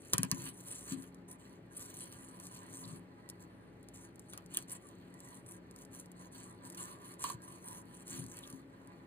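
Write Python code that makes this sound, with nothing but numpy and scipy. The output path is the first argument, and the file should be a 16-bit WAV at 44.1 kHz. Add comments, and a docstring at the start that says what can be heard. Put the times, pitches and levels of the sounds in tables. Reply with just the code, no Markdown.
"""A refrigerator hums in a quiet kitchen while a thin knife frees a fish fillet on a plastic board.
First rib bones snap in a quick run, ringing the blade and thumping the board. Short strokes follow:
the edge parts wet fibres in a fine crackle, the flat drags, and flesh ticks and squelches on the steel.
After a lull, pin bones snap high at about 4.5 s. Just past 7 s the blade knocks on the backbone,
and the fish is shoved over the board under the last strokes."""
import sys
import numpy as np
from scipy import signal
from scipy.fft import rfft, irfft, next_fast_len
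from scipy.io import wavfile
from scipy.ndimage import uniform_filter1d

SR = 44100
rng = np.random.default_rng(int(sys.argv[2]) if len(sys.argv) > 2 else 0)


def inscribe(sig):
    """Save sig as 16-bit PCM at rate SR to the path in sys.argv[1].

    A 1-D sig is mono; a 2-D sig holds one channel per row.
    Samples are clipped to [-1, 1] before scaling.
    """
    pcm = np.round(np.clip(np.atleast_2d(sig).T, -1, 1) * 32767)
    wavfile.write(sys.argv[1], SR, pcm.astype(np.int16))


N = 399810
T = np.arange(N) / SR
SIZE = next_fast_len(N + SR)
FREQ = np.maximum(np.arange(SIZE // 2 + 1) * SR / SIZE, 1)


def undb(db):
    """Decibels to gain."""
    return 10 ** (np.asarray(db) / 20)


def unit(x):
    """Scale to rms 1."""
    return x / np.sqrt(np.mean(x ** 2))


def add(track, s, sound):
    """Mix a short sound into a track at time s."""
    i = int(s * SR)
    track[i:i + len(sound)] += sound[:N - i]


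def walk(rate):
    """Smooth random wander; rms 1."""
    hold = int(SR / rate)
    steps = rng.standard_normal(N)[np.arange(N) // hold]
    return unit(uniform_filter1d(uniform_filter1d(steps, hold), hold))


def colour(x, spectrum):
    """Minimum-phase EQ of unit power gain through (f/Hz, level/dB) points."""
    hz, db = np.transpose(spectrum)
    gain = unit(undb(np.interp(np.log(FREQ), np.log(hz), db)))
    cepstrum = irfft(np.log(gain), SIZE)
    cepstrum[1:SIZE // 2] *= 2
    cepstrum[SIZE // 2 + 1:] = 0
    return irfft(rfft(x, SIZE) * np.exp(rfft(cepstrum, SIZE)), SIZE)[..., :N]


def fade(t60):
    """A third of a second of exponential decay."""
    return undb(-60 * T[:SR // 3] / t60)


def ring(modes, push):
    """Damped modes answering a push; peak 1."""
    answer = sum(undb(db) * fade(t60) * np.sin(2 * np.pi * hz * T[:SR // 3]) for hz, db, t60 in modes)
    rung = signal.fftconvolve(answer, push)
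    return rung / np.abs(rung).max()


def resonate(x, hz, q):
    """A single resonance, gain 1 at its centre."""
    return signal.lfilter(*signal.iirpeak(min(hz, .4 * SR), max(q, 1), fs=SR), x)


def shifting(x, lo_hz, hi_hz, q, count=7):
    """Resonances that come and go, as the flesh damps the blade at ever new places."""
    return sum(resonate(x, hz, q) * walk(20) for hz in np.geomspace(lo_hz, hi_hz, count))


def wandering(x, hz, width_hz, sway_oct, rate):
    """A resonance whose centre roams about hz; rms 1."""
    centre_hz = hz * 2 ** (sway_oct * walk(rate))
    carrier = np.exp(2j * np.pi * np.cumsum(centre_hz) / SR)
    lowpass = signal.butter(2, width_hz / 2, fs=SR, output="sos")
    return unit(np.real(carrier * signal.sosfilt(lowpass, x / carrier)))


def grains(rate, spread_db):
    """Random tiny clicks of uneven size, rate a second; rms 1."""
    size = undb(spread_db * np.minimum(rng.exponential(size=N), 4)) * rng.choice([-1, 1], N)
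    return unit(size * (rng.random(N) < rate / SR))


def burst(length_s, tail_db, tail_t60):
    """One rupture: a sharp front, a spray of splinters and a short tail."""
    spray, tail = rng.standard_normal((2, SR // 3))
    spray = spray * np.exp(-T[:len(spray)] / length_s)
    spray[0] += 2
    tail = tail * fade(tail_t60)
    return spray / np.linalg.norm(spray) + undb(tail_db) * tail / np.linalg.norm(tail)


# room tone EQ: f/Hz, level/dB
AIR_EQ = [(20, -39), (42, -16), (60, -14.5), (80, -10), (105, 1), (170, -3.5), (300, -4.5), (480, -10),
          (750, -18), (1100, -23), (1900, -21.5), (2800, -31), (5000, -45.5), (16000, -79)]
def room_tone(level_db=-58, centred_below_hz=560):
    """Moving air, centred in the bass and wide in the treble."""
    mid, side = colour(rng.standard_normal((2, N)), AIR_EQ) * undb(0.32 * walk(6.9))
    width = .5 / (1 + (centred_below_hz / FREQ) ** 2)
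    mid = irfft(rfft(mid, SIZE) * np.sqrt(1 - width), SIZE)[:N]
    side = irfft(rfft(side, SIZE) * np.sqrt(width), SIZE)[:N]
    return undb(level_db) * np.array([mid + side, mid - side])


# hum partials: f/Hz, relative level/dB
HUM_PARTIALS = [(59.4, -71.5), (179.8, -60), (268.5, -66), (328.4, -68), (414.5, -70.5), (559.9, -77),
                (829, -76.5)]
def refrigerator(waver_db=2.6):
    """A low hum, each partial wavering in level and phase."""
    hum = np.zeros(N)
    for hz, db in HUM_PARTIALS:
        gain = np.sqrt(2) * undb(db - 3 + waver_db * walk(8.7))
        hum += gain * np.sin(2 * np.pi * hz * T + hz / 330 * walk(9))
    return hum


def reflections(x, wet_db, t60, dull_hz):
    """Counter and cupboards return a short, duller stereo echo."""
    echo = rng.standard_normal((2, SR // 3)) * fade(t60)
    echo[:, :int(.004 * SR)] = 0  # pre-delay
    echo = signal.lfilter(*signal.butter(1, dull_hz, fs=SR), echo / np.linalg.norm(echo[0]))
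    return undb(wet_db) * signal.fftconvolve(x[None], echo, axes=1)[:, :N]


# modes of the loaded board: f/Hz, level/dB, t60/s
BOARD_MODES = [(99, -10, 0.011), (123.7, -3, 0.26), (143, -6, 0.12), (185, 7.5, 0.065), (268.5, 4, 0.18),
               (342.2, -5, 0.36), (553, -3.5, 0.032)]
def board_rumble(load_db):
    """The blade's load shakes the board."""
    shake = signal.fftconvolve(rng.standard_normal(N), ring(BOARD_MODES, [1, -1]))[:N]
    return unit(shake) * undb(.5 * load_db - 63)


# fish pushed onto the board: t/s, peak level/dB, f/Hz
PUSHES = [(0.137, -33.5, 151), (0.187, -27, 180), (0.234, -29, 192), (.319, -29.5, 183), (.917, -29.5, 240),
          (0.971, -35, 250), (7.339, -41, 140), (8.531, -42, 251)]
# fish dragged over it: t/s, length/s, mid-slide level/dB
SLIDES = [(0.2, 0.36, -51), (2.761, 0.3, -51.5), (8.082, 0.23, -46.5)]
def board_thumps():
    """Soft flesh spreads each push over a few swings, which the board answers; dragging rumbles."""
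    track = np.zeros(N)
    for s, db, hz in PUSHES:
        size = int(2.7 * SR / hz)
        push = np.hanning(size) * np.sin(2 * np.pi * hz * T[:size])
        add(track, s, undb(db) * ring(BOARD_MODES, push))
    for s, length_s, db in SLIDES:
        size = int(length_s * SR)
        friction = resonate(rng.standard_normal(size), hz=162, q=2)
        rub = ring(BOARD_MODES, friction)[:size]
        add(track, s, undb(db) * unit(rub) * np.hanning(size) ** 0.5)
    return track


# how hard the flat of the blade bears on the fish: t/s, relative level/dB
BLADE_PRESSURE = [(0, -13), (.35, 0.5), (.6, -3), (1.4, -3), (1.78, -4.5), (2.2, -1), (2.78, 0.5),
                  (3.3, 0.5), (4.0, -4.5), (4.45, -2), (4.74, -1.5), (6.3, -.5), (6.85, 4.5), (7.3, 1),
                  (7.66, 2), (8.15, -4), (9.0, 3.5)]
def bearing(speed_db):
    """Speed and pressure ride two envelopes in dB: the blade's load and the hollow tone of the flesh."""
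    pressure_db = np.interp(T, *np.transpose(BLADE_PRESSURE))
    return 0.23 * speed_db + pressure_db, 0.7 * speed_db + 1.7 * pressure_db


# EQ of steel rubbing flesh: f/Hz, level/dB
DRAG_EQ = [(250, -30), (720, -7.5), (980, 9.5), (1250, -2), (1900, -0.5), (3000, -23.5), (4300, -11),
           (5500, -36.5), (9000, -53.5)]
def blade_drag(load_db, hollow_db):
    """The flat drags with a shifting rasp, and the flesh around it rings hollow."""
    rasp = unit(grains(700, spread_db=5) + 0.38 * rng.standard_normal(N))
    rub = colour(unit(rasp + 1.2 * shifting(rasp, 1300, 4400, q=14)), DRAG_EQ)
    hollow = wandering(rasp, hz=1033, width_hz=166, sway_oct=.075, rate=22)
    return rub * undb(load_db - 68.5) + hollow * undb(hollow_db - 70)


# EQ of steel grating on bone: f/Hz, level/dB
SCRAPE_EQ = [(700, -13.5), (1050, 1.5), (2400, -3), (3050, 2), (3600, -7), (4400, 3), (5100, -19.5),
             (9000, -10.5)]
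def bone_scrape(scrape_db):
    """The edge catches and slips on the ridges of the bones in a coarse, broad grit."""
    grit = unit(grains(600, spread_db=4) + 0.23 * rng.standard_normal(N))
    grit = grit + .35 * shifting(grit, 1300, 4600, q=5)
    catching_db = 2.2 * walk(70)
    return colour(unit(grit), SCRAPE_EQ) * undb(scrape_db + catching_db + 3)


# flesh creaking along the steel: t/s, length/s, level/dB, f/Hz
CREAKS = [(0.884, 0.042, -50, 7660), (1.764, 0.02, -45, 10100), (2, 0.05, -49.5, 9400),
          (2.835, 0.022, -56, 4030), (4.321, 0.024, -61, 3530), (4.541, 0.0155, -54.5, 3500),
          (4.567, 0.015, -45.5, 2870), (4.714, 0.023, -43.5, 10100), (8.425, 0.036, -57, 3400)]
def squelches(slips_hz=380, fall_hz=600, fall_s=.006):
    """Flesh sticks and slips in a quick uneven run, ringing a wet gap whose pitch falls as it opens."""
    track = np.zeros(N)
    for s, length_s, db, hz in CREAKS:
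        size = int(length_s * SR)
        phase = np.cumsum(slips_hz * undb(2.5 * walk(300)[:size])) / SR
        slips = rng.standard_normal(size) * np.exp(-3.5 * (phase % 1))
        gap = resonate(resonate(slips, hz, q=3.8), hz, q=3.8)
        fall = np.cumsum(fall_hz * np.exp(-T[:size] / fall_s)) / SR
        glide = np.real(signal.hilbert(gap) * np.exp(2j * np.pi * fall))
        add(track, s, undb(db) * unit(glide * signal.windows.tukey(size, .3)))
    return track


def wet_pop(octaves, cavity, tail_db, centre_hz=9500):
    """A wet film bursts in one sharp snap and rings its little cavity; energy 1."""
    snap = burst(0.00014, tail_db, tail_t60=0.024)[:SR // 20]
    snap[0] = 2
    pop = snap + cavity * resonate(snap, centre_hz * 2 ** octaves, q=14)
    return pop / np.linalg.norm(pop)


# EQ of wet pops: f/Hz, level/dB
WET_EQ = [(800, 5), (3000, 0), (5000, 7), (7500, 9.5), (10300, 14.5), (12500, 10), (16000, -9.5)]
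# clear ticks: t/s, relative level/dB
CLEAR_TICKS = [(0.2477, -38), (0.346, -39), (.3795, -44), (.392, -43), (.488, -37), (.745, -44),
               (1.022, -43.5), (1.1446, -47.5), (1.3138, -39.5), (1.7696, -40), (1.794, -41),
               (1.8254, -39.5), (1.997, -44), (2.036, -48), (2.1262, -43), (2.362, -52), (2.3993, -41),
               (2.4538, -41), (2.468, -37), (2.5505, -46), (2.5663, -47), (2.877, -45), (3.2893, -39),
               (3.2985, -34.5), (3.4244, -49), (3.8287, -52), (3.8858, -44), (3.959, -45), (4.157, -49.5),
               (4.194, -41.5), (4.4606, -47.5), (4.587, -36), (4.624, -42), (4.6963, -38.5), (4.716, -40),
               (4.888, -48), (5.14, -49.5), (5.203, -43.5), (5.462, -47), (5.71, -45.5), (5.761, -43),
               (5.7876, -48), (5.8494, -45), (6.058, -48), (6.1165, -46.5), (6.6508, -43), (6.6998, -37),
               (6.7244, -45), (7.1382, -45.5), (7.2397, -26), (7.2993, -32), (7.419, -48), (7.684, -38),
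               (8.0786, -35.5), (8.088, -44), (8.191, -43), (8.24, -43), (8.2633, -42), (8.3688, -38),
               (8.3885, -39.5), (8.4746, -44), (8.5006, -40), (8.5262, -45), (8.8726, -50.5)]
def wet_ticks(edge_db, faint_count=200, spread_oct=.24):
    """Wet films let go of the blade: clear ticks among faint ones that crowd into the strokes."""
    track = np.zeros(N)
    for (s, db), pitch in zip(CLEAR_TICKS, rng.standard_normal(len(CLEAR_TICKS))):
        add(track, s + 0.0011, undb(db + 14) * wet_pop(spread_oct * pitch, cavity=0.16, tail_db=3.5))
    chance = np.cumsum(undb(edge_db / 2))
    for i in np.searchsorted(chance, rng.random(faint_count) * chance[-1]):
        size, pitch = rng.standard_normal(2)
        gain = undb(.5 * edge_db[i] - 17 + 1.4 * size)
        add(track, i / SR, gain * wet_pop(2 * spread_oct * pitch, cavity=1.4, tail_db=4))
    return colour(track, WET_EQ)


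# runs of tearing fibres: t/s, length/s, level before EQ/dB
TEAR_RUNS = [(0.128, .01, -42), (1.805, 0.057, -57), (2.114, 0.02, -56.5), (2.428, 0.041, -59),
             (2.52, 0.062, -59), (6.66, 0.081, -63)]
def tearing(snaps_per_s=220, scatter_db=4, spread_oct=.35):
    """Fibres give way in a ragged run of separate wet snaps, each at its own pitch."""
    track = np.zeros(N)
    for s, length_s, db in TEAR_RUNS:
        count = int(snaps_per_s * length_s) + 1
        sizes = unit(undb(scatter_db * rng.standard_normal(count))) * np.sqrt(SR * length_s / count)
        places = (np.arange(count) + rng.random(count)) / count
        for place, size, pitch in zip(places, sizes, rng.standard_normal(count)):
            snap = wet_pop(spread_oct * pitch, cavity=0.54, tail_db=-4)
            add(track, s + place * length_s, undb(db) * size * snap)
    return colour(track, WET_EQ)


# modes of the knocked blade: f/Hz, level/dB, t60/s
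BLADE_MODES = [(1040, 9, 0.026), (1086, 3.5, 0.08), (1300, 3, 0.076), (1570, 1, 0.061), (2450, -2.5, 0.04),
               (3105, -9, .045), (4080, -5, 0.04), (4500, 5.5, 0.037), (6610, -6, 0.05), (9210, 4.5, .04),
               (10550, 1, 0.027)]
# hits on the backbone: t/s, relative level/dB
BACKBONE_HITS = [(.133, -38), (.182, -47), (0.232, -47), (.315, -43), (7.24, -30.5), (7.265, -43),
                 (7.299, -36)]
def backbone_knocks(chatter_hz=1070, chatter_s=.0082):
    """The blade slips off a bone with a short crunch and chatters for a few cycles near its own pitch."""
    steel, crunch = np.zeros((2, N))
    size = int(chatter_s * SR)
    chatter = np.hanning(size) * np.sin(2 * np.pi * chatter_hz * T[:size])
    push = chatter + 40 * (np.arange(size) == 0)  # the first hard contact wakes the high modes
    for s, db in BACKBONE_HITS:
        add(steel, s, undb(db - 9) * ring(BLADE_MODES, push))
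        add(steel, s + 0.0011, undb(db - 1) * chatter)
        add(crunch, s, undb(db + 6) * burst(.003, tail_db=-5, tail_t60=0.072))
    return steel + colour(crunch, SCRAPE_EQ)


# ribs giving way: t/s, relative level/dB, splintering time/s, crunch send/dB
RIB_SNAPS = [(0.1338, -13, 0.0031, -2), (0.181, -19.5, 0.0018, -1.5), (.2321, -21, 0.00043, 1),
             (0.3148, -17, 0.0011, -7.5), (0.9212, -34.5, 0.0056, -3.5), (4.3345, -38, 0.0017, 7.5),
             (4.3762, -36, 0.0012, 1), (6.747, -39, 0.0053, -2), (8.4744, -49, .003, 6)]
# pin bones clipped by the edge: t/s, relative level/dB, f/Hz
PIN_SNAPS = [(4.54, -34, 9700), (4.5465, -31.5, 9100), (4.5715, -18.5, 10000)]
# EQ of the bright crack: f/Hz, level/dB
CRACK_EQ = [(500, -69), (3000, -6), (5200, 3.5), (6600, 6.5), (9000, 2), (10300, 12.5), (12500, 5),
            (14000, -4), (16000, -1)]
# EQ of the crunch through the flesh: f/Hz, level/dB
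CRUNCH_EQ = [(150, -0.5), (450, 3.5), (720, -7.5), (1000, 6), (1400, 3), (1850, 1), (2600, -2), (3200, 4),
             (3600, -10), (4400, -7.5), (5500, -12.5), (9000, -41)]
def bone_snaps(ping_db=-10):
    """Ribs crack and set the blade ringing, pin bones snap high; both crunch through the flesh."""
    crack, crunch, pins = np.zeros((3, N))
    for s, db, length_s, crunch_db in RIB_SNAPS:
        add(crack, s, undb(db + 15) * burst(length_s, tail_db=-10, tail_t60=0.02))
        add(crunch, s, undb(db + crunch_db + 3.5) * burst(length_s, tail_db=-7.5, tail_t60=0.016))
    for s, db, hz in PIN_SNAPS:
        snap = burst(0.00058, tail_db=-9.5, tail_t60=.025)
        rung = resonate(snap, hz, q=5.8)
        add(pins, s, undb(db + 15) * rung / np.linalg.norm(rung))
        add(crunch, s, undb(db - 3) * snap)
    crack = colour(crack, CRACK_EQ)
    steel = ring(BLADE_MODES, [1])
    ping = signal.fftconvolve(crack, steel / np.linalg.norm(steel))[:N]
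    return crack + pins + undb(ping_db) * ping, colour(crunch, CRUNCH_EQ)


# strokes: t/s, length/s, fastest point/fraction, relative edge level/dB, relative scrape level/dB
KNIFE_STROKES = [(-0.05, 0.68, 0.2, -60, -73.5), (0.274, 0.25, 0.8, -51, -63), (0.456, .25, 0.7, -60, -77),
                 (0.624, 0.3, 0.3, -51, -68.5), (0.843, 0.12, 0.6, -52, -59.5),
                 (0.936, 0.19, 0.4, -63, -70), (1.278, 0.096, 0.1, -57.5, -97),
                 (1.384, 0.25, 0.1, -65, -76.5), (1.697, 0.43, 0.23, -54, -75.5),
                 (1.88, 0.41, 0.37, -58.5, -68.5), (2.18, 0.45, 0.13, -64, -76.5),
                 (2.341, 0.44, 0.3, -60, -72), (2.652, 0.28, 0.4, -55, -69.5), (2.856, 0.15, 0.4, -57, -71),
                 (3.393, 0.08, 0, -64, -73), (3.932, 0.17, 0.1, -55, -80), (4.281, 0.1, 0.35, -59, -87),
                 (4.488, 0.17, 0.35, -55.5, -64.5), (4.67, 0.125, 0.38, -52.5, -67.5),
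                 (4.804, 0.13, 0.38, -65, -91), (5.11, 0.32, 0.7, -61, -74), (5.446, 0.15, 0.42, -57, -78),
                 (5.725, 0.12, 0.9, -60, -75.5), (5.899, 0.18, 0.2, -60.5, -71),
                 (6.139, 0.15, 0.7, -60.5, -74.5), (6.311, 0.25, 0.1, -58, -70.5),
                 (6.612, 0.11, 0.4, -61, -69), (6.761, 0.23, 0.12, -53, -63.5),
                 (6.956, 0.215, 0.66, -59.5, -67), (7.179, 0.19, 0.39, -48, -59),
                 (7.411, 0.23, 0.2, -59.5, -74), (7.588, 0.255, 0.5, -53, -73),
                 (7.831, 0.21, 0.9, -63, -71.5), (8.043, 0.21, 0.55, -49.5, -60),
                 (8.201, 0.46, 0.32, -59.5, -69.5)]
def knife_strokes(rest_db=-81):
    """Each stroke gathers speed and slows to a stop; envelopes in dB for the edge and its scrape."""
    edge_power = undb(rest_db + 2.5 * walk(9.8)) ** 2  # the blade stirs in the flesh between strokes
    scrape_power = edge_power * undb(-2.5) ** 2
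    for s, length_s, fastest, edge_db, scrape_db in KNIFE_STROKES:
        start_peak_end = s + length_s * np.array([0, np.clip(fastest, .05, .95), 1])
        speed = np.abs(np.sin(np.pi * np.interp(T, start_peak_end, [0, .5, 1])))
        edge_power += (undb(edge_db) * speed ** 1.2) ** 2
        scrape_power += (undb(scrape_db) * speed ** 1.23) ** 2
    return 10 * np.log10(edge_power), 10 * np.log10(scrape_power)


# EQ of the cutting edge: f/Hz, level/dB
EDGE_EQ = [(1000, -9.5), (3000, -12.5), (4300, -12.5), (5000, -20), (5700, -6), (8500, -1), (10400, 2.5),
           (11500, -2.5), (12700, -18), (14000, -12), (16000, -18)]
def cutting_edge(edge_db, speed_db):
    """Wet fibres part in a fine crackle, denser in a quick stroke."""
    fibres = grains(900 * undb(.5 * speed_db), spread_db=3.5)
    crackle = unit(fibres + 0.55 * rng.standard_normal(N))
    crackle *= undb(2.3 * walk(170) + 0.7 * walk(35))  # the level flickers
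    sheen = shifting(crackle, 6500, 14000, q=10)
    return colour(unit(crackle + 0.56 * sheen), EDGE_EQ) * undb(edge_db + 0.65)


# lead of the left microphone port over the right: f/Hz, phase/rad
PORT_PHASE = [(0, 0), (450, -.5), (700, -1.6), (1000, -3.6), (1800, -4.4), (3000, -3.8), (4200, -4.3),
              (5500, -3.14), (8500, 0), (11600, 3.14), (14500, 6.28), (22050, 6.28)]
def pan(x, right_db):
    """A near source reaches the two microphone ports out of step and at unequal levels."""
    turn = np.exp(-1j * np.interp(FREQ, *np.transpose(PORT_PHASE)))
    right = irfft(rfft(x, SIZE) * turn, SIZE)[:N]
    return np.array([x * undb(-right_db / 2), right * undb(right_db / 2)])


def scene():
    """Knife, fish and board up close over the kitchen bed; dull sounds get more echo than bright ones."""
    edge_db, scrape_db = knife_strokes()
    speed_db = edge_db + 60  # 0 dB is a moderate stroke
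    load_db, hollow_db = bearing(speed_db)
    edge = cutting_edge(edge_db, speed_db)
    drag = blade_drag(load_db, hollow_db)
    rumble = board_rumble(load_db)
    crack, crunch = bone_snaps()
    bright = edge + crack + wet_ticks(edge_db) + tearing() + squelches()
    dull = drag + crunch + bone_scrape(scrape_db)
    knock = backbone_knocks()
    board = rumble + board_thumps()
    near = pan(bright, right_db=-0.5) + pan(dull, right_db=4) + pan(board, right_db=-1)
    near += knock * undb([[-7], [5.5]])  # the blade's flat faces the right port
    echo = reflections(bright, wet_db=-12.5, t60=0.039, dull_hz=6860)
    echo += reflections(dull + 0.8 * knock + 0.29 * board, wet_db=0.5, t60=0.1, dull_hz=4760)
    bed = (room_tone() + refrigerator()) * undb([[.7], [-.7]])
    return near + echo + bed


def record(dry):
    """The phone thins the deep bass and cuts the top."""
    low_cut = signal.butter(2, 41.8, "high", fs=SR, output="sos")
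    high_cut = signal.ellip(8, .2, 70, 15350, fs=SR, output="sos")
    return signal.sosfilt(high_cut, signal.sosfilt(low_cut, dry))


dry = scene()
out = record(dry)
inscribe(out)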